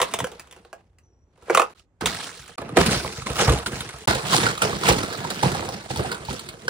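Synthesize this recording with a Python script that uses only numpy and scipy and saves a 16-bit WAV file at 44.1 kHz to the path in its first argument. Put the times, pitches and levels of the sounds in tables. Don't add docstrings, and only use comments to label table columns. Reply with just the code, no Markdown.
import sys
import numpy as np
from scipy import signal
from scipy.io import wavfile

SR = 44100
rng = np.random.default_rng(int(sys.argv[2]) if len(sys.argv) > 2 else 0)


def wrap_up_sound(samples):
    columns = np.atleast_2d(samples).T
    tamed = np.clip(columns, -1, 1)
    steps = np.round(tamed * 32767).astype(np.int16)
    wavfile.write(sys.argv[1], SR, steps)


N = 295029
TIME = np.arange(N) / SR

# pitch_hz, level_db, t60_s
PANEL = [(359.7, -5, 0.09), (431, -1, 0.08), (486.3, 3, 0.085), (553, -1, 0.065), (679, -2, 0.05),
         (819.7, -3, 0.045), (1030, -3, 0.05), (1155, -7, 0.05), (1340, -7, 0.05), (1590, -8, 0.035),
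         (2005, -12, 0.03), (2420, -13, 0.03)]
# start_s, end_s
PASSAGES = [(0, 1.738), (1.748, 2.558), (2.576, 4.058), (4.073, 6.7)]


def from_db(db):
    return 10 ** (np.asarray(db) / 20)


def rms_one(x):
    return x / np.sqrt(np.mean(x ** 2) + 1e-20)


def in_time(rows):
    s, *columns = np.transpose(rows)
    return [np.interp(TIME, s, column) for column in columns]


def at_hz(points, hz):
    points = np.array(points)
    return np.interp(np.log(hz), np.log(points[:, 0]), points[:, 1])


def passage_at(s):
    return sum(s >= start for start, end in PASSAGES) - 1


def drift(rate):
    step = 40
    r = np.exp(-2 * np.pi * step * rate / SR)
    noise = rng.standard_normal(N // step + 2002)
    slow = signal.lfilter([1], [1, -2 * r, r * r], noise)[2000:]
    return np.interp(np.arange(N) / step, np.arange(len(slow)), rms_one(slow))


def ring(x, hz, t60):
    r, w = from_db(-60 / (t60 * SR)), 2 * np.pi * hz / SR
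    return signal.lfilter([0, np.sin(w)], [1, -2 * r * np.cos(w), r * r], x + 1e-18)


def coloured(source, spectrum, patchy_db):
    # pitch_hz, likeness (0 to 1)
    likeness = [(60, 0.95), (300, 0.99), (700, 0.81), (1500, 0.042), (4000, 0.14), (12000, 0.14)]
    low_hz, top_hz = spectrum[0][0], min(spectrum[-1][0], 19000)
    edges = np.geomspace(low_hz, top_hz, num=2 + int(2.5 * np.log2(top_hz / low_hz)))
    out = 0
    for k, (low, high) in enumerate(zip(edges, edges[1:])):
        band = signal.butter(2, [low, high], "band", fs=SR, output="sos")
        mid, side = signal.sosfilt(band, source[k % 2])
        hz = np.sqrt(low * high)
        alike = np.clip(at_hz(likeness, hz), -1, 1)
        gain = from_db(at_hz(spectrum, hz) + patchy_db * drift(10.0))
        out = out + gain * (np.sqrt(1 + alike) * mid + np.sqrt(1 - alike) * side * [[1], [-1]])
    return rms_one(out)


def snaps(tear_s=0.0043, crack_t60=0.075):
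    # start_s, shard_db, shard_hz, panel_db, crack_db, thud_db
    blows = [(0.001, -14, 1020, -13, -28, -62), (0.016, -11.5, 1170, -17, -16, -62),
             (0.027, -12, 1030, -33, -23, -48), (0.114, -54, 2200, -53, -39, -60),
             (0.138, -15, 1010, -20.5, -19, -65), (0.188, -18.5, 654, -39, -24.5, -54),
             (0.202, -15, 960, -33, -26.5, -44), (0.242, -16.5, 1570, -19, -28, -47),
             (0.269, -27, 730, -44, -37, -57), (0.317, -43, 940, -33.5, -41.5, -52),
             (0.396, -59, 2173, -45.5, -34.5, -49), (0.472, -51, 1190, -49, -53, -62),
             (0.511, -52, 2950, -63, -44, -66), (0.525, -66, 2240, -43, -42, -64),
             (0.563, -42, 1490, -40, -50, -61), (0.649, -38.5, 730, -39, -53.5, -67),
             (0.729, -29, 698, -25.5, -41, -65), (0.985, -61, 2080, -71, -54, -64.5),
             (1.376, -51, 700, -43.5, -64, -60), (1.423, -65.5, 1510, -40, -56, -43),
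             (1.481, -49, 1590, -24.5, -54, -60), (1.498, -13, 493, -5.5, -35, -58),
             (1.504, -19, 1240, -12, -30.5, -57.5), (1.548, 0, 1250, -10, -15.5, -61),
             (1.573, -2, 1220, -5.5, -17.5, -61), (1.596, -1.5, 1220, -8, -21, -54),
             (1.618, -6, 1277, -14.5, -25.5, -62), (2.009, -25.5, 794, -46.5, -35, -36),
             (2.058, -12, 964, -39, -15, -21), (2.243, -38, 1600, -46, -35.5, -45),
             (2.395, -63, 1393, -60, -51, -34.5), (2.478, -37, 1370, -55, -42, -74),
             (2.581, -19.5, 1180, -34, -38, -44), (2.616, -37, 1140, -22, -44, -40),
             (2.691, -28, 1210, -30.5, -45, -49), (2.771, -0.5, 335, -6.5, -21, -33),
             (2.798, -15, 365, -12, -27, -13), (2.862, -31, 1114, -29, -20, -20),
             (2.91, -35, 935, -18, -23, -26), (2.962, -29, 1300, -42, -45, -17),
             (3.045, -20.5, 1130, -20.5, -49, -21.5), (3.181, -46, 605, -32, -53, -24),
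             (3.22, -24, 1250, -47, -43, -25.5), (3.266, -17, 1040, -46, -44, -41),
             (3.301, -24, 1300, -21, -32, -16), (3.399, -22, 1140, -10, -37, -30),
             (3.418, -24, 607, -10.5, -25, -27), (3.478, -13.5, 905, -12, -27, -2.5),
             (3.495, -34, 704, -16, -23, -8), (3.52, -17, 507, -33, -26.5, -16),
             (3.536, -27, 680, -23, -34, -14), (3.587, -90, 1400, -28, -32, -58),
             (3.66, -16, 1423, -46, -34, -28), (3.73, -23, 1610, -29, -53, -21),
             (3.806, -23, 1480, -48, -27.5, -26), (3.89, -29, 2150, -36.5, -36, -47),
             (3.939, -30, 1170, -33.5, -47, -29), (3.985, -48, 2030, -45.5, -43, -55),
             (4.075, -18, 1260, -13, -44, -19), (4.109, -9.5, 1510, -24, -30, -36),
             (4.149, -51, 714, -17.5, -25, -18.5), (4.189, -43, 520, -18.5, -52, -44),
             (4.33, -8, 1073, -31, -21, -34), (4.344, -9, 760, -26, -27, -31),
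             (4.436, -17, 3630, -22, -39, -19), (4.465, -3.5, 1440, -35, -24, -39),
             (4.484, -19, 1600, -39, -43, -45), (4.577, -18.5, 1230, -47, -31, -34),
             (4.619, -6.5, 1370, -29, -16, -58), (4.729, -18.5, 1144, -18, -44, -21.5),
             (4.835, -16, 1040, -31, -29, -43), (4.887, -10, 840, -15, -15.5, -27),
             (4.894, -25, 830, -13, -25, -12), (4.912, -14, 850, -11, -39, -16),
             (4.983, -20.5, 1340, -21, -27.5, -39.5), (5.032, -16.5, 1370, -17.5, -30, -26),
             (5.126, -20.5, 1590, -27, -35, -43), (5.247, -17.5, 962, -27.5, -39, -64),
             (5.303, -45, 1030, -25.5, -25, -43), (5.431, -6, 856, -28, -24.5, -17),
             (5.439, -34, 807, -34, -54, -13), (5.469, -27, 750, -17, -42, -24),
             (5.517, -20, 1380, -33, -29, -37), (5.548, -19, 810, -19.5, -32, -59),
             (5.624, -35, 760, -18, -60, -42), (5.688, -25, 766, -24, -31, -43),
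             (5.903, -19.5, 797, -26, -62, -22), (5.911, -32.5, 800, -37, -38, -21),
             (5.96, -21.5, 855, -41, -32, -38), (5.972, -32, 865, -37, -31.5, -21),
             (5.992, -25, 1320, -17.5, -41, -16), (6.001, -16, 383, -35, -38, -16),
             (6.047, -18.5, 750, -42, -54, -35), (6.091, -23, 1410, -36, -43, -36),
             (6.116, -15, 1470, -22, -28.5, -47), (6.126, -22, 955, -23.5, -32, -44),
             (6.145, -24, 1480, -44, -36, -44), (6.204, -39, 740, -51, -65, -30),
             (6.25, -46, 1340, -50, -37, -52), (6.285, -19.5, 870, -49, -48, -20),
             (6.297, -47, 910, -24, -50, -31), (6.329, -33, 750, -27, -33, -45),
             (6.393, -37, 1320, -52, -30.5, -52), (6.488, -29, 2170, -55, -31.5, -37),
             (6.68, -6.5, 1550, -20.5, -28, -52)]
    # pitch_hz, level_db, t60_s
    tub = [(68, -7.5, 0.23), (89, -1, 0.049), (137, 6, 0.084), (160, -8, 0.062), (220, 0, 0.099)]
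    # pitch_ratio, level_db, share of the shard's t60
    shard_modes = [(.63, -6, .9), (.8, -5, .8), (.91, -6, 1.3), (1, 0, 1), (1.13, -4, .8), (1.45, -11, .7),
                   (2.04, -3, .8), (3.6, -8, .6)]
    shard_t60_s = [.015, .02, .024, .023]
    shard_side_db = [-1, -2, -5, -8]
    crack_edge_hz = [3180, 3470, 4000, 4820]
    build_s = 0.002
    detune = 0.04

    size = SR // 5
    t, out = np.arange(size) / SR, np.zeros((2, N + size))
    noise = rng.standard_normal((len(blows), 3, size))
    strengths_db = 2.8 * rng.standard_normal((len(blows), len(PANEL) + len(tub)))
    bends = 1 + detune * rng.standard_normal((len(blows), len(PANEL) + 1))
    build = 1 - np.exp(-t / build_s)
    bright = signal.butter(1, [1700, 15500], "band", fs=SR, output="sos")
    thin = signal.butter(6, 335, "high", fs=SR, output="sos")
    push = np.sin(np.pi * np.clip(t / 0.0058, 0, 1)) ** 2
    booms = np.array([from_db(db) * ring(push, hz, t60) for hz, db, t60 in tub])

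    for row, draw, hit_db, bend in zip(blows, noise, strengths_db, bends):
        s, shard_db, shard_hz, panel_db, crack_db, thud_db = row
        passage = passage_at(s)
        t60, side_db = shard_t60_s[passage], shard_side_db[passage]
        crack_hz = crack_edge_hz[passage] * bend[-1] ** 3
        tear = draw[0] * np.exp(-t / tear_s)

        blow = np.exp(-t / 0.00008) * 5.0 + 0.18 * tear
        shard = 0
        for k, (ratio, mode_db, share) in enumerate(shard_modes):
            gain = (-1) ** k * from_db(mode_db + side_db * (mode_db < 0))
            shard = shard + gain * ring(blow, shard_hz * ratio, t60 * share)
        shard = build * shard

        knock = np.exp(-t / 0.000065) + 0.25 * tear
        panel = 0
        for (hz, mode_db, mode_t60), change_db, shift in zip(PANEL, hit_db, bend):
            gain = np.sign(change_db) * from_db(mode_db + change_db)
            panel = panel + gain * ring(knock, hz * shift, mode_t60)
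        panel = np.sqrt(build) * panel

        fade = 0.9 * from_db(-60 * t / crack_t60) + np.exp(-t / tear_s)
        burst = (draw[0] + 0.5 * draw[1:]) * fade
        crack = signal.sosfilt(bright, burst) + 0.22 * ring(burst, crack_hz, 0.0025)
        thud = from_db(0.83 * hit_db[len(PANEL):]) @ booms

        rings = from_db(shard_db) * shard / np.abs(shard).max()
        rings = rings + from_db(panel_db) * panel / np.abs(panel).max()
        at = round(s * SR)
        out[:, at:at + size] += (signal.sosfilt(thin, rings) + from_db(crack_db) * crack
                                 + from_db(thud_db) * thud / np.abs(thud).max())
    return out[:, :N]


def handling():
    # pitch_hz, level_db
    flex_spectrum = [(32, -25), (54, -12.5), (118, -0.5), (200, -2.5), (282, -9), (400, -4), (520, -22.5),
                     (880, -57.5)]
    scrape_spectrum = [(88, -43.5), (150, -1), (281, -8.5), (469, -8), (603, -2.5), (835, -3), (1820, -9.5),
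                       (3000, -15.5), (3900, -59.5), (6600, -120)]
    crunch_spectrum = [(760, -17), (1300, -6.5), (1830, -10), (4190, -6), (8180, -14), (10900, -7),
                       (12500, -44.5), (15200, -9.5), (16000, -24), (16500, -42)]
    flexing, scraping, crunching = pushing()
    chance = rng.random(N) * SR / from_db(5.0 * drift(45) + 1.5 * drift(9))
    flex = coloured(slips(chance < 150, 1.2, 0.5), flex_spectrum, patchy_db=2.0)
    scrape = coloured(slips(chance < 600, 2.5, 0.75), scrape_spectrum, patchy_db=2.5)
    scrape = scrape + from_db(-4.5) * creaks()
    scrape += from_db(-13.0) * rms_one(ring(scrape.mean(axis=0), 482, 0.063))
    crunch = coloured(slips(chance < 2500, 2.1, 0.75), crunch_spectrum, patchy_db=2.5)
    crunch = crunch + from_db(-2.5) * crackle(chance < 700)
    return flexing * flex + scraping * scrape + crunching * crunch


def pushing():
    # peak_s, rise_s, fall_s (before lingering), flex_db, scrape_db, crunch_db
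    pushes = [(0.0, 0.011, 0.34, -62, -34.5, -40.5), (0.22, 0.12, 0.065, -35, -47, -53),
              (0.33, 0.2, 0.4, -69, -49, -59), (0.56, 0.11, 0.17, -62, -53.5, -63),
              (0.8, 0.13, 0.046, -68, -57.5, -73), (1.545, 0.1, 0.13, -64, -33, -39),
              (1.7, .15, 0.13, -64, -49, -58.5), (1.796, 0.07, 0.029, -60, -59, -52),
              (2.011, 0.0043, 0.26, -33.5, -32, -41), (2.058, 0.0017, 0.28, -33.5, -33.5, -27),
              (2.24, 0.12, 0.2, -65, -41.5, -45.5), (2.4, 0.023, 0.27, -55, -71.5, -46.5),
              (2.5, 0.043, 0.1, -54, -47.5, -47), (2.579, 0.0033, 0.9, -34.5, -39, -50.5),
              (2.77, 0.0083, 0.11, -14.5, -13.5, -18), (2.881, 0.059, 0.3, -22, -24.5, -24),
              (3.264, 0.008, 0.18, -29.5, -28, -30), (3.414, 0.082, 0.11, -22.5, -24.5, -20.5),
              (3.489, 0.067, 0.13, -17, -18.5, -26), (3.662, 0.0025, 0.03, -27, -35, -23),
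              (3.71, 0.14, 0.61, -35.5, -38, -37), (4.076, 0.0084, 0.18, -22.5, -18, -22),
              (4.345, 0.12, 0.12, -20.5, -19, -17.5), (4.44, 0.16, 0.19, -26, -23.5, -26.5),
              (4.625, 0.022, 0.14, -22, -17.5, -23.5), (4.73, 0.063, 0.15, -28.5, -46, -35.5),
              (4.898, 0.1, 0.054, -17.5, -17, -17), (4.949, 0.37, 0.78, -29, -29, -32),
              (5.304, 0.012, 0.15, -40, -33, -31.5), (5.4, 0.056, 0.28, -44, -58, -34),
              (5.428, 0.0027, 0.12, -17, -18, -26), (5.596, 0.42, 0.47, -29, -31.5, -37.5),
              (5.905, 0.03, 0.16, -27.5, -48, -33.5), (5.984, 0.083, 0.54, -31.5, -31, -36),
              (6.295, 0.032, 0.18, -30, -56, -35.5), (6.66, 1, 0.42, -43.5, -47.5, -51.5)]
    late_s = np.array([0.013, 0.00094, 0])[:, None]
    linger = np.array([0.73, 0.96, 1.2])[:, None]
    rest_db = [-67.5, -84, -110]
    swing_db = 20

    grid_s = np.arange(0, N / SR, 0.001)
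    power = from_db(rest_db)[:, None] ** 2 * np.ones(len(grid_s))
    for s, rise_s, fall_s, *levels_db in pushes:
        late = grid_s - s - late_s
        start, end = PASSAGES[passage_at(s)]
        steps = np.where(late < 0, -late / rise_s, late / (fall_s * linger))
        level_db = np.array(levels_db)[:, None] - swing_db * steps
        power += from_db(level_db) ** 2 * (grid_s >= start) * (grid_s < end)
    return [np.interp(TIME, grid_s, level) for level in np.sqrt(power)]


def slips(born, spread_db, smooth):
    sizes = from_db(spread_db * np.minimum(rng.exponential(1, N), 5)) * rng.standard_normal((2, 2, N))
    return rms_one(sizes * born) + smooth * rng.standard_normal((2, 2, N))


def creaks(per_s=250, t60_cycles=46.0):
    born = rng.random(N) < per_s * from_db(5.0 * drift(20)) / SR
    sizes = from_db(4.0 * np.minimum(rng.exponential(1, N), 4))
    dealt = rng.integers(0, len(PANEL), N)
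    out = 0
    for k, (hz, db, _) in enumerate(PANEL):
        out = out + from_db(0.5 * db) * ring(sizes * born * (dealt == k), hz, t60_cycles / hz)
    return rms_one(out)


def crackle(born, t60_cycles=30.0):
    scatter_db = 5
    pitches = np.geomspace(1300, 9000, num=16)
    sizes = from_db(2.9 * np.minimum(rng.exponential(1, N), 4)) * born
    dealt, sides = rng.integers(0, len(pitches), N), rng.uniform(-1, 1, len(pitches))
    out = 0
    for k, (hz, side) in enumerate(zip(pitches, sides)):
        pan = from_db([[scatter_db * side], [-scatter_db * side]])
        out = out + ring(sizes * (dealt == k), hz, t60_cycles / hz) * pan
    return rms_one(out)


def garage(x):
    low_t60_s, wall_cut_hz = 0.17, 5000
    out, dull = np.zeros((2, N)), np.exp(-2 * np.pi * wall_cut_hz / SR)
    lags = (rng.uniform(0.007, 0.034, size=20) * SR).astype(int)
    for k, lag in enumerate(lags):
        loop, gain, state = x.copy(), from_db(-60 * lag / SR / low_t60_s), [0.]
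        for i in range(lag, N, lag):
            back, state = signal.lfilter([gain * (1 - dull)], [1, -dull], loop[i - lag:i], zi=state)
            loop[i:i + lag] += back[:N - i]
        out[k % 2] += (loop - x) * (-1) ** (k // 2)
    return signal.sosfilt(signal.butter(2, 300, "high", fs=SR, output="sos"), out)


def yard():
    # pitch_hz, level_db
    yard_spectrum = [(15, -41.5), (25, -25.5), (38, -3.5), (86, -8), (139, -25), (716, -30.5), (5180, -60),
                     (5850, -40), (8000, -66), (10400, -94), (17600, -120)]
    return from_db(-58.5) * coloured(rng.standard_normal((2, 2, N)), yard_spectrum, patchy_db=0.5)


def chirping():
    # start_s, pitch_hz, level_db
    chirp = [(1.0, 6130, -89), (1.04, 6020, -71), (1.15, 5730, -75.5), (1.25, 5820, -82),
             (1.34, 5830, -87.5)]
    hz, db = in_time(chirp)
    tone = np.sin(2 * np.pi * np.cumsum(hz + 130 * drift(300)) / SR)
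    return tone * from_db(db + 4.7 * drift(50)) * (TIME > chirp[0][0]) * (TIME < chirp[-1][0])


def scene():
    hits = snaps()
    echoes = from_db(-13) * garage(hits.mean(axis=0))
    return hits + echoes + handling() + yard() + chirping()


def record(dry):
    left_lag_ms = [0.04, 0.025, 0.099, 0.238]
    left_mid_db = [-2, -5, -2.5, -4]
    dip_hz = [10920, 14580]
    lag_ms, mid_db, gate = np.zeros((3, N))
    for (start, end), ms, db in zip(PASSAGES, left_lag_ms, left_mid_db):
        lag_ms[TIME >= start], mid_db[TIME >= start] = ms, db
        gate += np.clip((TIME - start) / 0.0019, 0, 1) * np.clip((end - TIME) / 0.0014, 0, 1)
    fine = signal.resample_poly(dry[0], up=2, down=1)
    left = np.interp(TIME - lag_ms / 1000, np.arange(2 * N) / (2 * SR), fine)
    middle = signal.butter(1, [200, 4000], "band", fs=SR, output="sos")
    left += (from_db(mid_db) - 1) * signal.sosfilt(middle, left)
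    wet = signal.sosfilt(signal.butter(4, 54, "high", fs=SR, output="sos"), [left, dry[1]]) * gate
    rounded = 1.13 * np.tanh(wet / 1.184)
    wet = signal.sosfilt(signal.butter(2, dip_hz, "bandstop", fs=SR, output="sos"), rounded)
    return signal.sosfilt(signal.cheby2(12, 70, 16800, fs=SR, output="sos"), wet)


dry = scene()
out = record(dry)
wrap_up_sound(out)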